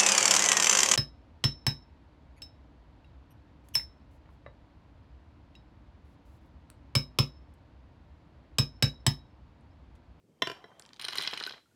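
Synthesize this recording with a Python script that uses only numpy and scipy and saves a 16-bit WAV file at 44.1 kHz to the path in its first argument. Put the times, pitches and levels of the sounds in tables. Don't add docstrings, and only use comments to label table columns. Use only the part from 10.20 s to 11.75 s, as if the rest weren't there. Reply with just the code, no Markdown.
import sys
import numpy as np
from scipy import signal
from scipy.fft import rfft, irfft
from scipy.io import wavfile
from scipy.ndimage import uniform_filter1d

SR = 44100
rng = np.random.default_rng(int(sys.argv[2]) if len(sys.argv) > 2 else 0)


def decibels_to_gain(level_db):
    exponent = np.asarray(level_db, float) / 20
    return 10 ** exponent


def transcribe(u):
    v = np.clip(np.atleast_2d(u).T, -1, 1)
    q = np.round(v * 32767).astype(np.int16)
    wavfile.write(sys.argv[1], SR, q)


N = 68355

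# (frequency [Hz], level [dB])
LANE_MODES = [(135, -20), (230, -19), (320, -18), (405, -9.5), (646, -8.5), (1035, -2.5), (1500, -3),
              (1800, -5.5), (2300, -6), (2900, -6), (3155, 1), (3450, -3), (3950, -11.5), (4700, -12.5)]


def evened(x):
    return x / np.sqrt(np.mean(x ** 2) + 1e-20)


def read(points, hz):
    f, value = np.transpose(points)
    return np.interp(np.log(hz + 1), np.log(f + 1), value)


def level(curve):
    s, db = np.transpose(curve)
    return decibels_to_gain(np.interp(np.arange(N) / SR, s, db, -150, -150))


def add(mix, s, sound):
    part = mix[round(s * SR):][:len(sound)]
    part += sound[:len(part)]


def coloured(tone):
    spectrum = rfft(rng.standard_normal(N))
    return evened(irfft(spectrum * decibels_to_gain(read(tone, np.fft.rfftfreq(N, 1 / SR))), N))


def wander(smooth):
    return evened(uniform_filter1d(rng.standard_normal(N), size=smooth))


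def band_noise(count, low_hz, high_hz):
    b, a = signal.butter(3, [low_hz, high_hz], "band", fs=SR)
    return signal.lfilter(b, a, rng.standard_normal(count))


def ring(modes, t60_s, ref_hz, spread_db, detune, chatter):
    damping, chatter_s = 0.2, 0.002
    t = np.arange(2048)[:, None] / SR
    hz, db = np.transpose(modes)
    strength, shift, phase = rng.standard_normal((len(modes), 3)).T
    t60 = t60_s * (hz / ref_hz) ** -damping
    decay = decibels_to_gain(db + spread_db * strength - 60 * t / t60)
    onset = np.minimum(t * np.maximum(hz * 0.5, 450), 1)
    turn = 2 * np.pi * hz * (1 + detune * shift) * t + 0.5 * phase
    x = (decay * np.sin(turn) * onset).sum(1)
    touch = chatter * rng.standard_normal(256) * np.exp(-t[:256, 0] / chatter_s)
    touch *= rng.random(256) < 0.1
    touch[0] = 1
    x = np.convolve(x, touch)
    return x / abs(x).max()


def crack(length_s, low_hz=5500, high_hz=13500):
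    t = np.arange(1024) / SR
    x = band_noise(1024, low_hz, high_hz) * np.exp(-t / length_s * 2)
    return x / abs(x).max()


def ping(hz, t60_s):
    t = np.arange(4096) / SR
    return decibels_to_gain(-60 * t / t60_s) * np.minimum(t / 0.00057, 1) * np.sin(2 * np.pi * hz * t)


def struck(modes):
    squash_s, rebound_s, rebound_db = 0.0017, 0.002638, -8.5
    t = np.arange(4096)[:, None] / SR
    hz, db, t60 = np.transpose(modes)
    tones = np.sin(2 * np.pi * (hz * t + rng.random(len(hz))))
    x = (decibels_to_gain(db - 60 * t / t60) * tones).sum(1) * np.minimum(t[:, 0] / squash_s, 1)
    b, a = signal.butter(2, 2400, "high", fs=SR)
    second = signal.lfilter(b, a, x)[:-200]
    add(x, rebound_s, decibels_to_gain(rebound_db) * second)
    return x / abs(x).max()


def still_air():
    # (frequency [Hz], level [dB])
    air_tone = [(100, -6), (600, -14), (1300, -20), (3000, -23), (8000, -25), (14000, -31.5), (16000, -36)]
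    air_db, rise_db = -72.5, 6
    return decibels_to_gain(air_db + rise_db * (np.arange(N) / N - 1.0)) * coloured(air_tone)


def shuffle():
    # (time [s], level [dB])
    shuffle_curve = [
        (0, -64.5),
        (.17, -66.5),
        (.6, -68.5),
        (1.0, -68),
        (1.4, -74),
        (1.55, -75.5),
    ]
    # (frequency [Hz], level [dB])
    carpet_tone = [(30, -15), (60, -4), (120, 8), (200, 4.5), (330, 2.5), (500, -2.5), (1500, -46)]
    lumps = decibels_to_gain(2.5 * wander(600))
    return level(shuffle_curve) * evened(lumps * coloured(carpet_tone))


def claws():
    # (time [s], peak level [dB], centre frequency [Hz])
    claw_ticks = [(.596, -43.5, 7660), (0.5969, -44, 3780), (0.6228, -49, 4860), (0.6523, -50, 3600),
                  (0.662, -49, 5340), (.691, -49.5, 3860), (.705, -58, 2470), (0.733, -42.5, 4330),
                  (0.7422, -50, 4400), (0.763, -48.5, 3900), (0.769, -48, 3670)]
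    out, t = np.zeros(N), np.arange(512) / SR
    for s, db, hz in claw_ticks:
        tick = np.sin(2 * np.pi * hz * t) * t / 0.00033 * np.exp(1 - t / 0.00019)
        grit = band_noise(512, hz * 0.3, hz * 1.5) * np.exp(-t / 0.0015)
        add(out, s, decibels_to_gain(db) * (tick + 0.5 * grit))
    return out


def roll():
    # (time [s], level [dB])
    roll_curve = [(.06, -85), (.19, -77.5), (.225, -68), (.36, -59.5), (.45, -65), (.65, -65), (.78, -71),
                  (1.3, -62), (1.40, -68)]
    # (frequency [Hz], level [dB])
    rub_tone = [(150, -0.5), (400, 4), (750, 11.5), (1800, -3), (2400, -5), (3200, -15), (6000, -16),
                (9000, -43)]
    body_db, lane_t60_s = -9, 0.063
    lane = ring(LANE_MODES, lane_t60_s, 1000, 3.0, 0.0061, 0)
    body = evened(signal.oaconvolve(rng.standard_normal(N), lane)[:N])
    z = signal.stft(coloured(rub_tone) + decibels_to_gain(body_db) * body, nperseg=512)[2]
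    patches = uniform_filter1d(rng.standard_normal(z.shape), size=3, axis=0)
    patches = evened(uniform_filter1d(patches, size=4, axis=1))
    rubbing = signal.istft(z * decibels_to_gain(3.5 * patches), nperseg=512)[1][:N]
    bumps = decibels_to_gain(1.8 * wander(150))
    return level(roll_curve) * bumps * rubbing


def pin(top_db=0):
    # (frequency [Hz], level [dB])
    pin_modes = [(2030, -9), (2500, -8), (2975, -4.5), (3220, -2), (3430, -11), (4010, -0.5), (4110, -3),
                 (4670, -9), (5130, -5), (5600, -15)]
    modes = [(hz, db + top_db * (hz > 3700)) for hz, db in pin_modes]
    return ring(modes, 0.025 * rng.uniform(0.7, 1.2), 4000, 2.5, 0.007, 0.1)


def rattle(count=16):
    # (time [s], level [dB])
    rattle_curve = [(.795, -46), (.9, -52), (1.0, -39), (1.07, -46.5), (1.2, -47), (1.33, -58), (1.38, -56),
                    (1.40, -97)]
    touches_per_s, spread_db = 610, 4.0
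    size = decibels_to_gain(spread_db * np.minimum(rng.exponential(1, N), 4))
    size *= rng.random(N) < touches_per_s / SR
    which, out = rng.integers(0, count, N), np.zeros(N)
    for k in range(count):
        tap = pin() + decibels_to_gain(6.5) * ring(LANE_MODES[1:9], 0.0087, 1100, 2.75, 0.097, 0.14)
        add(tap, 0, decibels_to_gain(-36) * crack(0.002))
        add(tap, 0, decibels_to_gain(-0.5) * crack(0.0054, low_hz=1080, high_hz=6040))
        out += signal.oaconvolve(size * (which == k), tap)[:N]
    return level(rattle_curve) * evened(out)


def pins():
    # (time [s], peak level [dB], crack share [dB], upper modes [dB])
    clacks = [(.7965, -27.5, -12, -4), (.8128, -27, -16, -4), (.8214, -30, -6.5, 0), (.8355, -36, -28, -10),
              (.8432, -25, -32, -1.5), (.8495, -22, -15, 4.5), (.8836, -20, -17, 0.5),
              (.9068, -32.5, -14, 5), (.9247, -26, -20, -2), (.931, -24, -17, -9), (.9548, -25, -7.5, -8),
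              (.9585, -29.5, -21, -1), (.9692, -34, -12, -7.5), (.9735, -27.5, -7, -1),
              (.9765, -28, -5, -13), (.9831, -13.5, -19.5, 6.5), (1.0012, -37, -21, -8.5),
              (1.0045, -26, -18, 3), (1.0085, -33, -9, -4), (1.0125, -23.5, -29, -4),
              (1.016, -38, -20.5, -9.5), (1.022, -23, -8.5, -7), (1.0255, -29, -18, -8),
              (1.0346, -20.5, -22, -3.5), (1.039, -25.5, -27, 2), (1.0497, -26, -23, -3),
              (1.059, -31, -37, 2), (1.0744, -14.5, -26.5, -2.5), (1.1112, -28.5, -14, -11),
              (1.114, -39, -14, 9), (1.124, -36.5, -8, -21), (1.135, -19.5, -25, -6.5),
              (1.1395, -29, -16, 19), (1.153, -36.5, -17, -2)]
    # (time [s], peak level [dB], crack share [dB], upper modes [dB])
    falls = [(1.1745, -21, -24, -6.5), (1.194, -32, -33, 3), (1.2003, -24.5, -18, 0.5),
             (1.204, -32.5, -20, -2), (1.2253, -26.5, -24, 2), (1.2374, -19, -32, 2), (1.2512, -30, -13, 2),
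             (1.2646, -22.5, -21, 3), (1.272, -37, 1.5, -21), (1.2946, -27.5, -31, -1),
             (1.309, -32.5, -29, -3.5), (1.3228, -29.5, -37, 3), (1.342, -39.5, -36, -10)]
    # (time [s], peak level [dB], frequency of the answering mode [Hz])
    touches = [(0.859, -43, 3230), (0.8707, -48, 3400), (0.8736, -47, 3980), (0.9, -34, 5200),
               (0.9166, -43, 4130), (0.9225, -33, 1500), (0.9416, -33, 3080), (0.9468, -30, 3220),
               (0.9628, -29, 4000), (0.9666, -32, 1360), (0.9966, -51, 2100), (1.0297, -35, 4070),
               (1.0449, -31, 3980), (1.0661, -23, 3300), (1.091, -40, 3880), (1.1002, -36, 4000),
               (1.103, -51, 4040), (1.121, -43, 3050), (1.1645, -50, 3100), (1.1827, -36, 2050),
               (1.1895, -50, 3100), (1.2097, -48, 1220), (1.2192, -33.5, 1360), (1.2865, -57, 1820),
               (1.2907, -42, 1510), (1.317, -53, 3930), (1.329, -53, 4000), (1.3363, -45, 4040),
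               (1.3482, -56, 4150), (1.3537, -47, 3120), (1.378, -54, 1360)]
    # (time [s], peak level [dB])
    thuds = [(0.844, -37.5), (.884, -32), (0.93, -35.5), (1.0736, -34.5), (1.1304, -28), (1.1748, -43),
             (1.2086, -30), (1.2645, -33), (1.306, -37.5), (1.336, -40.5), (0.5151, -49.5), (.597, -48.5),
             (.619, -57.5), (0.706, -53)]
    # (time [s], peak level [dB], frequency [Hz], t60 [s])
    knocks = [
        (0.985, -33.5, 390, 0.031),
        (1.049, -25.5, 2086, 0.018),
        (1.1312, -43.5, 1028, 0.076),
        (1.209, -42, 970, 0.096),
        (1.275, -28, 1500, 0.029),
        (1.458, -60.5, 1363, 0.057),
        (1.513, -63.5, 1442, 0.043),
    ]
    out = np.zeros(N)
    for s, db, crack_db, top_db in list(clacks) + list(falls):
        add(out, s, decibels_to_gain(db) * pin(top_db))
        add(out, s, decibels_to_gain(db + crack_db) * crack(0.005))
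        add(out, s, decibels_to_gain(db - 10) * crack(0.0047, low_hz=1130, high_hz=5410))
    for s, db, hz in touches:
        add(out, s, decibels_to_gain(db) * ping(hz, 0.011))
        add(out, s, decibels_to_gain(db - 5.5) * crack(0.004, low_hz=1200, high_hz=5700))
    for s, db in thuds:
        add(out, s, decibels_to_gain(db) * ring(LANE_MODES[:8], 0.034, 1000, 2.9, 0.016, 0.25))
        add(out, s, decibels_to_gain(db - 2.5) * crack(0.011, low_hz=150, high_hz=1490))
    for s, db, hz, t60_s in knocks:
        add(out, s, decibels_to_gain(db) * ping(hz, t60_s))
    return out


def ball():
    # (time [s], peak level [dB])
    bounces = [
        (.2206, -9),
        (.2712, -17),
        (.2978, -22),
        (.3145, -26),
    ]
    # (frequency [Hz], level [dB], t60 [s])
    landing_modes = [(135, -21.5, 0.075), (335, -19.5, 0.031), (405, -9, 0.024), (665, -12, 0.045),
                     (1028, -5.5, 0.044), (1458, -14, 0.042), (1836, -6, 0.043), (2060, 1, 0.015),
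                     (6120, -16.5, 0.0148), (2790, -8, 0.019), (3180, 3.5, 0.015), (3470, 0, 0.015),
                     (3978, -7.5, 0.041), (5445, -5, 0.013)]
    # (frequency [Hz], level [dB], t60 [s])
    rebound_modes = [(139, -14.5, 0.065), (402, 2, 0.018), (665, -5, 0.045), (1021, -2, 0.043),
                     (1360, -10, 0.059), (1540, -4.5, 0.024), (1825, -3, 0.026), (7300, -19, 0.017),
                     (2413, -10.5, 0.035), (2940, 4, 0.025), (3470, -10.5, 0.017), (4130, -16, .02),
                     (4710, -6, .02), (5490, -5, 0.018)]
    # (frequency [Hz], level [dB], t60 [s])
    hop_modes = [(444, 0, .04), (688, -6, 0.058), (1040, -3.5, 0.036), (1442, -4.5, 0.032),
                 (1720, -5.5, 0.041), (2007, -3, 0.031), (3230, -7, 0.038), (3950, -8.5, 0.034),
                 (5450, -12, .025)]
    # (time [s], peak level [dB])
    chimes = [(.596, -59), (.612, -54), (.813, -40.5), (.822, -47), (.848, -38), (.884, -42.5),
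              (.9705, -51), (0.983, -41.5), (1.007, -47), (1.028, -44), (1.176, -47), (1.225, -49.5)]
    hop_s, hop_db = 0.4405, -35.5
    chime_hz, chime_t60_s, chime_grain_db = 9170, 0.035, 5
    out, landing, rebound = np.zeros(N), struck(landing_modes), struck(rebound_modes)
    for k, (s, db) in enumerate(bounces):
        add(out, s, decibels_to_gain(db) * (rebound if k else landing))
        add(out, s + 0.00055, decibels_to_gain(db - 24) * crack(0.009))
        add(out, s + 0.0013, decibels_to_gain(db - 16.5) * crack(0.0077, low_hz=1200, high_hz=5970))
        add(out, s + 0.0011, decibels_to_gain(db - 17.5) * crack(0.011, low_hz=170, high_hz=424))
    add(out, hop_s, decibels_to_gain(hop_db) * struck(hop_modes))
    for s, db in chimes:
        grain = evened(uniform_filter1d(rng.standard_normal(4096), size=70))
        add(out, s, decibels_to_gain(db + chime_grain_db * grain) * ping(chime_hz, chime_t60_s))
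    return out


def room(x):
    # (delay [s], level [dB])
    near_echoes = [(.0026, -17.5)]
    # (frequency [Hz], t60 [s])
    room_decay = [(200, 0.059), (1000, 0.23), (4000, 0.29), (12000, 0.25)]
    tail_db = -10
    taps = np.zeros(SR // 2)
    at = np.arange(300, SR // 2 - 20, 20)
    taps[at + rng.integers(0, 20, len(at))] = rng.choice([-1., 1.], len(at))
    hz, t, z = signal.stft(taps, SR, nperseg=256)
    fade = decibels_to_gain(-60 * t / read(room_decay, hz)[:, None])
    tail = signal.istft(z * fade, SR, nperseg=256)[1]
    path = decibels_to_gain(tail_db) * tail / np.linalg.norm(tail)
    path[0] += 1
    for k, (s, db) in enumerate(near_echoes):
        path[round(s * SR)] += (-1) ** k * decibels_to_gain(db)
    return signal.fftconvolve(x, path)[:N] * 0.7


def scene():
    air, carpet, ticks, rolling = still_air(), shuffle(), claws(), roll()
    in_room = room(ball() + pins() + rattle() + 2.7 * ticks)
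    return (in_room + ticks + rolling + carpet + air)[None]


def low_pass(x):
    return signal.sosfilt(signal.butter(12, 16510, fs=SR, output="sos"), x)


def record(dry):
    band = signal.butter(11, [47, 15900], "band", fs=SR, output="sos")
    return low_pass(signal.sosfilt(band, dry))


dry = scene()
out = record(dry)
transcribe(out)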